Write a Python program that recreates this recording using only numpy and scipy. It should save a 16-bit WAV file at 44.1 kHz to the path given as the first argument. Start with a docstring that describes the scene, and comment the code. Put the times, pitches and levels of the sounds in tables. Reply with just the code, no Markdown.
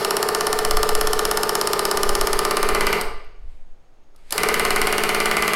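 """A pneumatic rivet gun, close up and already running, hammers a wooden bar clamped on aluminium sheet.
At each blow the steel set cracks, the bar knocks and the sheet rattles, more freely as the gun leans;
the piston is thrown back with a hollow thump. The gun stops, a few clicks follow, then a second run.
Exhaust air hisses, a draught buffets the microphone, and the garage rings on after each run."""
import sys
import numpy as np
from scipy import signal
from scipy.fft import rfft, irfft, next_fast_len
from scipy.io import wavfile
from scipy.ndimage import uniform_filter1d

SR = 44100
rng = np.random.default_rng(int(sys.argv[2]) if len(sys.argv) > 2 else 0)


def log_audio(samples):
    """Write samples as a 16-bit WAV file to the path given in sys.argv[1]."""
    # one column per channel
    frames = np.atleast_2d(samples).T
    # limit to full scale, then quantise
    limited = np.clip(frames, -1, 1)
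    pcm = np.round(limited * 32767).astype(np.int16)
    wavfile.write(sys.argv[1], SR, pcm)


N = 244755
TIME = np.arange(N) / SR
AGE = TIME[:SR // 3]  # seconds since a blow
LEAD_S = .5  # the gun is already running at time zero
CLOCK = np.arange(N + int(LEAD_S * SR)) / SR - LEAD_S


# The gun's tilt on the bar. Each row: time in seconds, lean from 0 (square) to 1 (full).
GUN_LEAN = [(0, 0.21), (1.5, 0), (2.2, 0.2), (2.55, 0.58), (2.9, 0.98), (4.32, 0.89), (5.5, 1)]
def rivet_gun():
    """Every blow sounds steel, wood, sheet, piston and valve, never twice at quite the same strength."""
    times, run_age, knock_db = blows()
    force_scatter, knock_scatter, thump_scatter = rng.standard_normal((3, len(times)))
    lean = curve(GUN_LEAN, times)
    unseated = run_age == 0  # a run's first blow finds the set not yet seated
    surge_db = 4.5 * np.exp(-run_age / .19)  # a full hose drives the first blows harder
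    force = amp(surge_db - 3.5 * lean + .5 * force_scatter)  # leaning softens the crack
    knock_db = knock_db - 9.5 * unseated + .76 * knock_scatter
    thump_db = .5 * knock_db + .73 * thump_scatter
    return (steel_set(times, force, lean) + wooden_bar(times, amp(knock_db))
            + loose_sheet(times, lean, unseated) + piston(times, amp(thump_db)) + valve(times, force))


# Trigger pulls. Each row: first blow, rough last blow and air shut-off in seconds,
# then relative levels of knock, hiss and jet in dB.
TRIGGER_PULLS = [(-0.4327, 2.93, 3.02, -0.8, -1.5, -4), (4.3237, 5.54, 5.7, -2, -1.5, 0.5)]
# The piston's tempo, following the air pressure. Each row: time in seconds, blows per second.
BLOW_RATE = [(0, 16.672), (.7, 16.56), (2.55, 16.782), (2.9, 16.655), (4.32, 18), (4.38, 18.61),
             (4.65, 18.189), (5.5, 18.029)]
def blows():
    """The piston cycles while the trigger is held: blow times, seconds into the run, knock levels in dB."""
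    rows = []
    for first, last, _, knock_db, _, _ in TRIGGER_PULLS:
        at = first
        while at < last + .5 / curve(BLOW_RATE, at):
            rows.append((at, at - first, knock_db))
            at += 1 / curve(BLOW_RATE, at)
    return np.transpose(rows)


# The bright snap of steel. Each row: frequency in Hz, relative level in dB.
CRACK_COLOUR = [(500, -4), (1500, -7.5), (3000, -1), (4000, 1), (5000, 3.5), (7000, -2.5), (10500, 3.5),
                (13000, -2.5), (16000, -25)]
def steel_set(times, force, lean):
    """Steel hits steel: a ring and a crack, partly the same each time, partly fresh chatter."""
    square = strike(times, force * (1 - lean), steel_ring(lean=0))
    leaning = strike(times, force * lean, steel_ring(lean=1))
    snap = strike(times, force, crack() * noise(CRACK_COLOUR, len(AGE)))
    chatter = bursts(times, force, crack(), CRACK_COLOUR)
    return amp(-19) * (square + leaning + chatter) + amp(-22) * snap


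# The ping of set and barrel. Each row: pitch in Hz, relative level in dB, t60 in seconds,
# delay in seconds, level change at full lean in dB.
STEEL_MODES = [(1806, -1.5, 0.015, 0.00033, -2), (3059, 5.5, 0.0094, 0.0017, -5.5),
               (4395, 7.5, 0.0063, 0.0013, 3.5), (5334, 12.5, 0.0078, 0.0014, -8.5),
               (6835, 8.5, 0.0044, 0.0009, -16), (8920, -7, .008, 0.0004, 3),
               (11000, 1.5, 0.009, 0.00076, -5.5), (12130, -14.5, .008, 0.00027, -2)]
def steel_ring(lean):
    """The set's modes come in a moment apart; leaning the gun shifts their balance."""
    ping = 0
    for hz, db, t60, delay, lean_db in STEEL_MODES:
        envelope = np.interp(AGE - delay, AGE, fade(t60, .00046), left=0)
        ping += amp(db + lean * lean_db) * envelope * np.sin(2 * np.pi * hz * AGE)
    return ping


def crack(contact_s=.0028):
    """Envelope of steel on steel: the faces chatter for a few milliseconds, then a short ring follows."""
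    attack = 1 - np.exp(-AGE / .0002)
    return attack * (np.exp(-(AGE / contact_s) ** 4) + amp(-6) * fade(.053, .0005))


# The body of bar, clamps and bench. Each row: pitch in Hz, relative level in dB, t60 in seconds.
WOOD_MODES = [(147, -20.5, 0.28), (162.3, -16, 0.26), (223.2, -15, 0.36), (273, -11.5, 0.042),
              (338.1, -4, 0.16), (388.2, -5, 0.22), (442.7, -6.5, 0.23), (578, 0, 0.062),
              (675.2, 3.5, 0.075), (825, -4.5, 0.052), (890, 0.5, 0.047), (1064, -26, 0.071),
              (1188.3, 0.5, .11), (1275, -1, .07), (1422, 0.5, .05), (1467, -7.5, 0.085),
              (1785, -7.5, 0.058)]
# The woody grain of the knock. Each row: frequency in Hz, relative level in dB.
WOOD_COLOUR = [(120, -19.5), (250, -11.5), (450, -4.5), (670, 6.5), (1000, 0.5), (1250, 4.5), (1700, -7.5),
               (2500, -17), (4000, -21), (9000, -42)]
def wooden_bar(times, gains):
    """The struck bar knocks: ringing modes, a repeating grain and a tail of fresh noise."""
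    decay = fade(.17, .0015)
    grain = clatter(WOOD_COLOUR, lumpy_db=4.5) * (amp(-25.5) * decay + amp(-23) * fade(.016, .00076))
    knock = amp(-23.5) * ring(WOOD_MODES, rise=.001) + grain
    return strike(times, gains, knock) + amp(-28.5) * bursts(times, gains, decay, WOOD_COLOUR)


# The clang of aluminium. Each row: pitch in Hz, relative level in dB, t60 in seconds.
SHEET_MODES = [(174.6, -5.5, 0.39), (213.4, -8, 0.28), (384.3, 4, 0.11), (627, -9.5, 0.38),
               (1076, -3, 0.065), (1166, -2.5, 0.18), (1233, 3.5, 0.082), (1506.5, 5.5, 0.079),
               (1980, -17, .11), (2025, 1.5, .2), (2364, -0.5, .15), (2844, 3.5, 0.05)]
# Its tinny rattle. Each row: frequency in Hz, relative level in dB.
RATTLE_COLOUR = [(300, -33), (800, -4), (1300, 2.5), (1750, 0), (2100, 9.5), (2550, 1.5), (3000, 3),
                 (3600, -9.5), (6000, -13.5), (12000, -13), (16000, -51)]
def loose_sheet(times, lean, unseated):
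    """The further the gun leans, the more freely the sheet rattles against the bar."""
    slack = amp(-15.5 * (1 - lean) + 2.5 * lean - 17 * unseated)
    slap = fade(.24, .001) + amp(-1) * fade(.0079, .00079)
    clang = amp(-29.5) * ring(SHEET_MODES, rise=.00048)
    rattle = amp(-31) * slap * clatter(RATTLE_COLOUR, lumpy_db=4)
    return strike(times, slack, clang + rattle) + amp(-25) * bursts(times, slack, slap, RATTLE_COLOUR)


# Strike, then return. Each row: pitch in Hz, relative level in dB, delay and width in seconds.
PISTON_STROKES = [(409, -25.5, 0.00579, 0.0059), (430.2, -17.5, .0365, 0.0062)]
def piston(times, gains):
    """Each stroke of the piston pushes out a hollow thump of air."""
    thumps = 0
    for hz, db, delay, width in PISTON_STROKES:
        t = AGE - delay
        thumps += amp(db) * np.exp(-(t / width) ** 2) * np.sin(2 * np.pi * hz * t)
    return strike(times, gains, thumps)


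def valve(times, force, cycle_share=.645):
    """The valve flips with a tick at the end of the return stroke."""
    flips = times + cycle_share / curve(BLOW_RATE, times)
    return bursts(flips, amp(-34) * force, fade(.024, .0002), CRACK_COLOUR)


# Stray clicks. Each row: start in seconds, relative levels of steel tick and wood knock in dB.
IDLE_CLICKS = [(3.0117, -3, -9), (3.246, -42.5, -50), (4.146, -52, -28), (4.161, -35, -42),
               (4.307, -9, -24)]
def clicks():
    """Trigger, valve and piston come to rest, ticking on the steel and nudging the bar; once a hand bumps the
    bar with a low knock."""
    times, tick_db, knock_db = np.transpose(IDLE_CLICKS)
    grain = amp(-28) * fade(.053, .001) * noise(WOOD_COLOUR, len(AGE))
    knock = amp(-34) * ring(WOOD_MODES, rise=.0012) + grain
    ticks = bursts(times, amp(tick_db - 18.5), crack(), CRACK_COLOUR)
    return ticks + strike(times, amp(knock_db), knock)


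# A broad hiss and a thin, high jet. Each row: frequency in Hz, relative level in dB.
HISS_COLOUR = [(200, 6), (1000, 13), (2200, 6.5), (3300, -2), (4600, 7), (6500, -23), (8500, -7),
               (11800, -16.5), (13500, -5.5), (16000, -27)]
HIGH_JET_COLOUR = [(5000, -30.5), (8000, -13), (9500, -10.5), (10800, -20), (11900, -5), (13000, -22.5),
                   (16000, -14.5)]
def exhaust(attack_s=.014, release_s=.039):
    """Air blows out while the trigger is held; more hiss escapes as the gun leans."""
    hiss = jet = 0
    for first, _, shut, _, hiss_db, jet_db in TRIGGER_PULLS:
        opening = np.clip(1 + (CLOCK - first) / attack_s, 0, 1)
        flow = opening * gate(first, shut, attack_s, release_s)
        hiss += flow * amp(hiss_db + 3.5 * curve(GUN_LEAN, CLOCK))
        jet += flow * amp(jet_db)
    return (amp(-34) * hiss * noise(HISS_COLOUR, len(CLOCK))
            + amp(-42) * jet * noise(HIGH_JET_COLOUR, len(CLOCK)))


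# Faint puffs between runs. Each row: peak time, swell and fade in seconds, level in dB.
SEEP_PUFFS = [(3.52, 0.087, 0.12, -66), (4.18, .01, .15, -65), (4.3, .03, .015, -55)]
# Their breathy tone. Each row: frequency in Hz, relative level in dB.
SEEP_COLOUR = [(800, -3), (1900, 0), (2350, 4), (2900, -1), (4700, -4), (5800, -11), (7000, -10),
               (8100, -5), (10000, -12), (13000, -17), (16000, -34.5)]
def seep():
    """A little air slips past the half-closed valve."""
    flow = sum(amp(db) * gate(at, at, swell, fall) for at, swell, fall, db in SEEP_PUFFS)
    return flow * noise(SEEP_COLOUR, len(CLOCK))


# The rise and fall of the draught. Each row: time in seconds, relative level in dB.
GUSTS = [(0.0, -51), (0.28, -58), (0.69, -32), (0.76, -24), (0.88, -38), (0.93, -25.5), (1.68, -54.5),
         (1.98, -40), (2.1, -27), (2.3, -36), (2.35, -30.5), (2.55, -44), (2.64, -29), (2.92, -33.5),
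         (2.97, -50), (3.07, -31.5), (3.37, -47), (3.48, -38), (3.54, -41), (3.71, -41.5), (3.83, -58),
         (4.47, -44), (4.84, -31), (4.87, -39), (5.36, -39), (5.55, -61)]
# Its deep rumble. Each row: frequency in Hz, relative level in dB.
BUFFET_COLOUR = [(5, -6), (11, 6), (22, -18.5), (35, -15.5), (60, -31), (110, -43.5), (300, -81),
                 (2000, -130)]
def draught():
    """Slow eddies press on the microphone, as strongly as the draught blows."""
    eddies = noise(BUFFET_COLOUR, N)
    eddies /= np.sqrt(uniform_filter1d(eddies ** 2, size=SR // 8))  # even out the level
    return eddies * amp(curve(GUSTS, TIME) + 10.5)


# The garage's tail. Each row: band centre in Hz, t60 in seconds, relative level in dB.
GARAGE_BANDS = [(148, 0.31, -1.5), (407, 0.72, -1), (1020, 0.62, 1), (2800, 0.75, -5.5), (7300, .44, -7.5),
                (14000, 0.21, -9)]
def garage(sound, build_s=.02):
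    """Diffuse reverberation, band by band, with the top treble dying first."""
    t = TIME[:SR]
    hz, t60, wet_db = np.transpose(GARAGE_BANDS)
    octave = np.log2(np.maximum(np.fft.rfftfreq(SR, 1 / SR), 1))
    spectrum = np.exp(2j * np.pi * rng.random(len(octave)))
    tail = 0
    for weights, decay, db in zip(np.eye(len(hz)), np.log(1000) / t60, wet_db):
        band = irfft(spectrum * np.interp(octave, np.log2(hz), weights), SR)
        tail += amp(db) * np.sqrt(2 * decay) * band * np.exp(-decay * t)
    onset = 1 - np.exp(-(t / build_s) ** 2)
    return signal.fftconvolve(sound, tail * onset)[:len(sound)]


# The quiet of the garage. Each row: frequency in Hz, relative level in dB.
ROOM_COLOUR = [(35, -37), (60, -12.5), (309, -15), (364, -15), (458, -15.5), (491, -15), (816, -17.5),
               (916, -20.5), (1010, -22), (5550, -37.5), (15000, -51)]
def room_tone():
    """A soft, steady bed with a thin whistle of leaking air in it."""
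    whistle = amp(-82) * noise([(6250, -75.5), (6550, -8), (6850, -74.5)], N)
    return amp(-60.5) * noise(ROOM_COLOUR, N) + whistle


def amp(db):
    """Decibels to gain."""
    return 10 ** (np.asarray(db) / 20)


def curve(rows, at):
    """Straight lines through (seconds, value) rows."""
    return np.interp(at, *np.transpose(rows))


def noise(colour, size):
    """Noise of rms 1 with the given spectrum."""
    hz, db = np.transpose(colour)
    length = next_fast_len(size)
    bins = np.maximum(np.fft.rfftfreq(length, 1 / SR), 1)
    shape = amp(np.interp(np.log(bins), np.log(hz), db))
    x = irfft(rfft(rng.standard_normal(length)) * shape, length)[:size]
    return x / x.std()


def clatter(colour, lumpy_db):
    """Noise in lumps of a millisecond or two, as loose surfaces slap together."""
    lumps = uniform_filter1d(uniform_filter1d(rng.standard_normal(len(AGE)), size=48), size=48)
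    envelope = amp(lumpy_db * np.tanh(lumps / lumps.std()))
    return noise(colour, len(AGE)) * envelope / np.sqrt(np.mean(envelope ** 2))


def fade(t60, rise):
    """Envelope that builds over `rise` seconds and falls 60 dB in `t60` seconds."""
    return (1 - np.exp(-AGE / rise)) * np.exp(-np.log(1000) * AGE / t60)


def gate(start, end, attack, release):
    """Envelope that swells up to `start`, holds until `end` and dies away."""
    return np.exp(-np.maximum(start - CLOCK, 0) / attack - np.maximum(CLOCK - end, 0) / release)


def ring(modes, rise):
    """Struck modes; neighbours swing in opposite directions."""
    return sum((-1) ** k * amp(db) * fade(t60, rise) * np.sin(2 * np.pi * hz * AGE)
               for k, (hz, db, t60) in enumerate(modes))


def strike(times, gains, response):
    """The same response set off at each time, with its own strength."""
    train = np.zeros(len(CLOCK) + SR)
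    train[np.round((times + LEAD_S) * SR).astype(int)] = gains
    return signal.oaconvolve(train, response)[:len(CLOCK)]


def bursts(times, gains, envelope, colour):
    """Fresh noise under an envelope set off at each time; overlapping bursts add in power."""
    power = strike(times, gains ** 2, envelope ** 2)
    return np.sqrt(np.maximum(power, 0)) * noise(colour, len(CLOCK))


def scene():
    """Gun, air and room, the same in both channels."""
    gun = rivet_gun() + clicks() + seep() + exhaust()
    mono = (gun + garage(gun))[-N:] + draught() + room_tone()
    return np.array([mono, mono])


def record(dry):
    """Round the loudest peaks and cut the top."""
    ceiling, top_hz = .7, 15900
    lowpass = signal.ellip(8, .2, 80, top_hz, fs=SR, output="sos")
    return signal.sosfilt(lowpass, ceiling * np.tanh(dry / ceiling))


dry = scene()
out = record(dry)
log_audio(out)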